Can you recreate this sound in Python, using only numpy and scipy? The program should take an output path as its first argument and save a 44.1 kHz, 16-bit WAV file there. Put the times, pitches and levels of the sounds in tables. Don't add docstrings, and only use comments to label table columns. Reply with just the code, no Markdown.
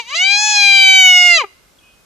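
import sys
import numpy as np
from scipy import signal
from scipy.fft import rfft, irfft, next_fast_len
from scipy.io import wavfile
from scipy.ndimage import uniform_filter1d, minimum_filter1d, map_coordinates

SR = 44100
rng = np.random.default_rng(int(sys.argv[2]) if len(sys.argv) > 2 else 0)


def to_wav(s):
    ch = np.atleast_2d(s).T
    pcm = np.round(np.clip(ch, -1, 1) * 32767)
    wavfile.write(sys.argv[1], SR, pcm.astype(np.int16))


N = 90404
CUTOFF_HZ = 14800
SCRUB_T60_S = 0.73


def amp(db):
    return 10 ** (np.asarray(db) / 20)


def unit(x):
    return x / np.sqrt(np.mean(x ** 2) + 1e-20)


def curves(rows):
    times, *columns = np.transpose(rows)
    return [np.interp(np.arange(N) / SR, times, column) for column in columns]


def wobble(rate):
    points = rng.standard_normal(N // 8)
    return map_coordinates(points, [np.arange(N) * rate / SR + 2])


def along(points, hz, axis=1):
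    columns = np.transpose(points)
    return np.interp(np.log(hz + 1), np.log(columns[0] + 1), columns[axis])


def filtered(x, response):
    size = next_fast_len(N + SR // 2)
    spectrum = rfft(x, size) * response(np.fft.rfftfreq(size, 1 / SR))
    return irfft(spectrum, size)[..., :N]


def noise(spectrum, alike):
    share = np.clip(alike, 0, 1)
    common = np.sqrt(share) * rng.standard_normal(N)
    separate = np.sqrt(1 - share) * rng.standard_normal((2, N))
    return unit(filtered(common + separate, lambda hz: amp(along(spectrum, hz))))


def echo(x, t60):
    t = np.arange(SR // 2) / SR
    tail = rng.standard_normal((2, len(t))) * amp(-60 * t / t60)
    return signal.fftconvolve(np.atleast_2d(x), tail / np.linalg.norm(tail[0]), axes=1)[:, :N]


def still_air():
    # (frequency [Hz], relative level [dB])
    air_colour = [(15, -43), (25, -16), (38, -2), (135, -9), (655, -11.5), (749, -14.5), (1420, -13),
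                  (1960, -19.5), (2180, -17.5), (6040, -19.5), (13800, -26), (15000, -37)]
    return amp(-53.5) * noise(air_colour, alike=0.23)


def bird():
    # (time [s], length [s], first pitch [Hz], last pitch [Hz], level [dB])
    notes = [(1.785, .012, 3640, 3100, -50.5), (1.799, 0.17, 2700, 2510, -51.5)]
    # (frequency [Hz], relative level [dB])
    breath_colour = [(1800, -48), (2400, -13.5), (2900, 4), (3300, 0), (3700, -26), (5000, -44)]
    slide_s, waver_share, swell_power = .005, .003, .6
    breath_db, echo_db = -9, -5.5
    out = np.zeros((2, N))
    for start, length, first_hz, last_hz, level_db in notes:
        t = np.maximum(np.arange(N) / SR - start, 0)
        hz = last_hz + (first_hz - last_hz) * np.exp(-t / slide_s)
        hz = hz * (1 + waver_share * wobble(260))
        swell = np.abs(np.sin(np.pi * t / length)) ** swell_power * (t < length)
        whistle = np.sin(2 * np.pi * np.cumsum(hz) / SR)
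        breath = amp(breath_db) * noise(breath_colour, alike=0.44)
        out += amp(level_db) * swell * (whistle + breath)
    return out + amp(echo_db) * echo(out, SCRUB_T60_S)


def grass_and_scrub(cry):
    grass = amp(-16) * echo(cry, t60=.04)
    scrub = amp(-33.5) * echo(cry, SCRUB_T60_S)
    return grass + scrub


def throat_and_ground(size=4096):
    # (frequency [Hz], left level [dB], right level [dB])
    path_levels = [(150, -58.5, -62), (390, -27, -25.5), (650, -23.5, -23.5), (724.5, -26, -37),
                   (851, -12, -11), (1230, -4, -9.5), (1293, -34, -22.5), (1514, -18, -31.5),
                   (1840, -12, -23.5), (1945, -34, -13), (2100, -17, -3.5), (2396.4, 2.5, -8),
                   (2553, -13.5, -25), (2652, -19.5, -13), (2903, -7, -6.5), (3120, -5.5, -12.5),
                   (3485, -30, -23.5), (3665, -17.5, -21.5), (3980.0, -8, -14), (4117, -18.5, -9),
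                   (4277, -34, -32.5), (4592, -15.5, -38), (4675, -8.5, -35), (4918, -16, -33),
                   (4975, -42, -12.5), (5453, -26.5, -45), (6080, -15, -16.5), (6273, -29, -30),
                   (6696, -19, -20.5), (7430, -36, -47.5), (7330, -28.5, -35), (7960, -36.5, -36),
                   (11700, -45.5, -49), (15000, -64, -48)]
    hz = np.fft.rfftfreq(size, 1 / SR)
    db = np.array([along(path_levels, hz, axis=1), along(path_levels, hz, axis=2)])
    cepstrum = irfft(np.log(amp(db)))
    return hz, db, rfft(2 * cepstrum[:, :size // 2], size).imag


def overtones(pitch, cycle, bright, shift, count=24):
    pivot_hz, edge_from_hz = 2500, 8500
    grid, ports_db, ports_phase = throat_and_ground()
    number = np.arange(1, count + 1)[:, None]
    hz = number * pitch
    place = hz / (1 + shift / 100)
    tilt_db = bright * np.log2(hz / pivot_hz)
    gains = np.array([amp(np.interp(place, grid, db) + tilt_db) for db in ports_db])
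    gains = gains * (hz < CUTOFF_HZ)
    waves = np.array([np.cos(number * cycle + np.interp(place, grid, phase)) for phase in ports_phase])
    edge_share = np.clip((hz - edge_from_hz) / pitch + .5, 0, 1)

    def steady(g):
        power = (g ** 2).sum(1).mean(0) / 2
        return (g * waves).sum(1) / np.sqrt(power + 1e-12)

    return steady(gains * (1 - edge_share)), steady(gains * edge_share)


def squeal_tone():
    # (time [s], pitch [Hz])
    pitch_path = [(0.0, 480), (0.04, 441.6), (0.09, 499), (0.138, 594.4), (0.155, 658.2), (0.2, 720.3),
                  (0.25, 770.7), (0.31, 801.9), (0.4, 836), (0.46, 847.2), (0.53, 837.6), (0.64, 804.7),
                  (0.86, 771.1), (0.97, 764.9), (1.15, 722.4), (1.27, 712.9), (1.33, 692.4), (1.37, 664.7),
                  (1.405, 575.3), (1.44, 406.6), (1.47, 379.6)]
    # (time [s], level [dB])
    level_path = [(0, -18.5), (.01, -27.5), (.04, -40.5), (.08, -35), (.135, -20.5), (.148, -19.5),
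                  (.172, -18), (.22, -10.5), (.35, -11), (.41, -14), (.53, -12.5), (.6, -10), (.68, -4.5),
                  (.83, -4.5), (1.31, -5.5), (1.398, -12.5), (1.421, -18), (1.432, -31), (1.445, -23.5),
                  (1.454, -37.5), (1.47, -52)]
    # (time [s], level [dB])
    edge_path = [(0, -70.5), (.1, -70), (.25, -55.5), (.44, -42.5), (.58, -48), (.68, -54), (.83, -41),
                 (1.05, -39.5), (1.28, -41), (1.38, -52), (1.44, -74)]
    # (time [s], brightness [dB per octave], shift of the colouring [%], pitch jitter [share])
    squeal_state = [(0.0, -2.5, -1.7, 0.0089), (0.05, 4, -1.6, 0.0069), (0.12, 0.7, -0.37, 0.014),
                    (0.16, -0.3, 1, 0.0052), (0.22, 0.3, -0.99, 0.0028), (0.32, 2.5, -0.4, 0.001),
                    (0.47, 4, 0.5, 0.00041), (0.65, 2.3, -0.79, 0.0011), (0.9, 0.44, 0.25, 0.0007),
                    (1.1, -0.1, 0.2, 0.00088), (1.25, -1.6, 0.96, 0.00086), (1.35, -0.9, -1.3, 0.0016),
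                    (1.4, -1.5, 0.0, 0.004), (1.445, -11, -0.92, 0.008)]
    jitter_per_s, flutter_per_s = 350, 45
    flutter_share, shimmer_db = 0.00095, 0.75
    pitch = uniform_filter1d(curves(pitch_path)[0], size=700)
    (level_db,), (edge_db,) = curves(level_path), curves(edge_path)
    bright, shift, jitter = curves(squeal_state)
    unsteady = 1 + jitter * wobble(jitter_per_s) + flutter_share * wobble(flutter_per_s)
    cycle = 2 * np.pi * np.cumsum(pitch * unsteady) / SR
    body, edge = overtones(pitch, cycle, bright, shift)
    shimmer = amp(shimmer_db * wobble(flutter_per_s))
    return (amp(level_db) * body + amp(edge_db) * edge) * shimmer, cycle


def hoarseness(cycle):
    # (time [s], low rasp level [dB], hiss level [dB])
    roughness = [(0, -47, -30.5), (.04, -59, -55), (.095, -48.5, -38), (.125, -47.5, -43.5),
                 (.15, -39, -27), (.22, -36, -33), (.32, -58, -34), (.4, -48, -41.5), (.48, -40, -28),
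                 (.53, -41.5, -32), (.73, -36.5, -28.5), (.9, -42, -33), (1.05, -36, -35),
                 (1.15, -40, -36.5), (1.29, -45, -32.5), (1.36, -38.5, -34), (1.41, -45.5, -38),
                 (1.445, -42.5, -50), (1.465, -55, -70)]
    # (frequency [Hz], relative level [dB])
    rasp_colour = [(150, -52.5), (300, -31.5), (500, -22.5), (920, -20.5), (1090, -2.5), (1270, -2),
                   (1400, -20.5), (1750, -11), (2100, 5), (2600, -1.5), (4000, -32.5)]
    # (frequency [Hz], relative level [dB])
    hiss_colour = [(900, -55), (1650, -25), (2200, -7.5), (2900, 3), (3800, 4.5), (4500, -3), (5300, -4.5),
                   (6000, 0), (6800, -1), (7500, -7.5), (8300, -14), (15000, -35.5)]
    swing_db, swing_per_s, pulsing = 1.9, 35, 0.21
    rasp_db, hiss_db = curves(roughness)
    rasp = noise(rasp_colour, alike=0.51)
    hiss = unit(noise(hiss_colour, alike=0.17) * (1 + pulsing * np.cos(cycle)))
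    rasp_gain = amp(rasp_db + swing_db * wobble(swing_per_s))
    hiss_gain = amp(hiss_db + swing_db * wobble(swing_per_s))
    return rasp_gain * rasp + hiss_gain * hiss


def hyena():
    end_s, release_s = 1.47, 0.028
    tone, cycle = squeal_tone()
    release = np.exp(-np.maximum(np.arange(N) / SR - end_s, 0) / release_s)
    return release * (tone + hoarseness(cycle))


def scene():
    cry = hyena()
    return still_air() + bird() + grass_and_scrub(cry) + cry


def record(dry):
    ceiling, overload, knee_order = 1.25, .99, 12
    needed = ceiling / np.maximum(np.abs(dry), ceiling)
    held = dry * uniform_filter1d(minimum_filter1d(needed, size=900), size=700)
    rounded = held / (1 + np.abs(held / overload) ** knee_order) ** (1 / knee_order)
    return filtered(rounded, lambda hz: hz < CUTOFF_HZ)


dry = scene()
out = record(dry)
to_wav(out)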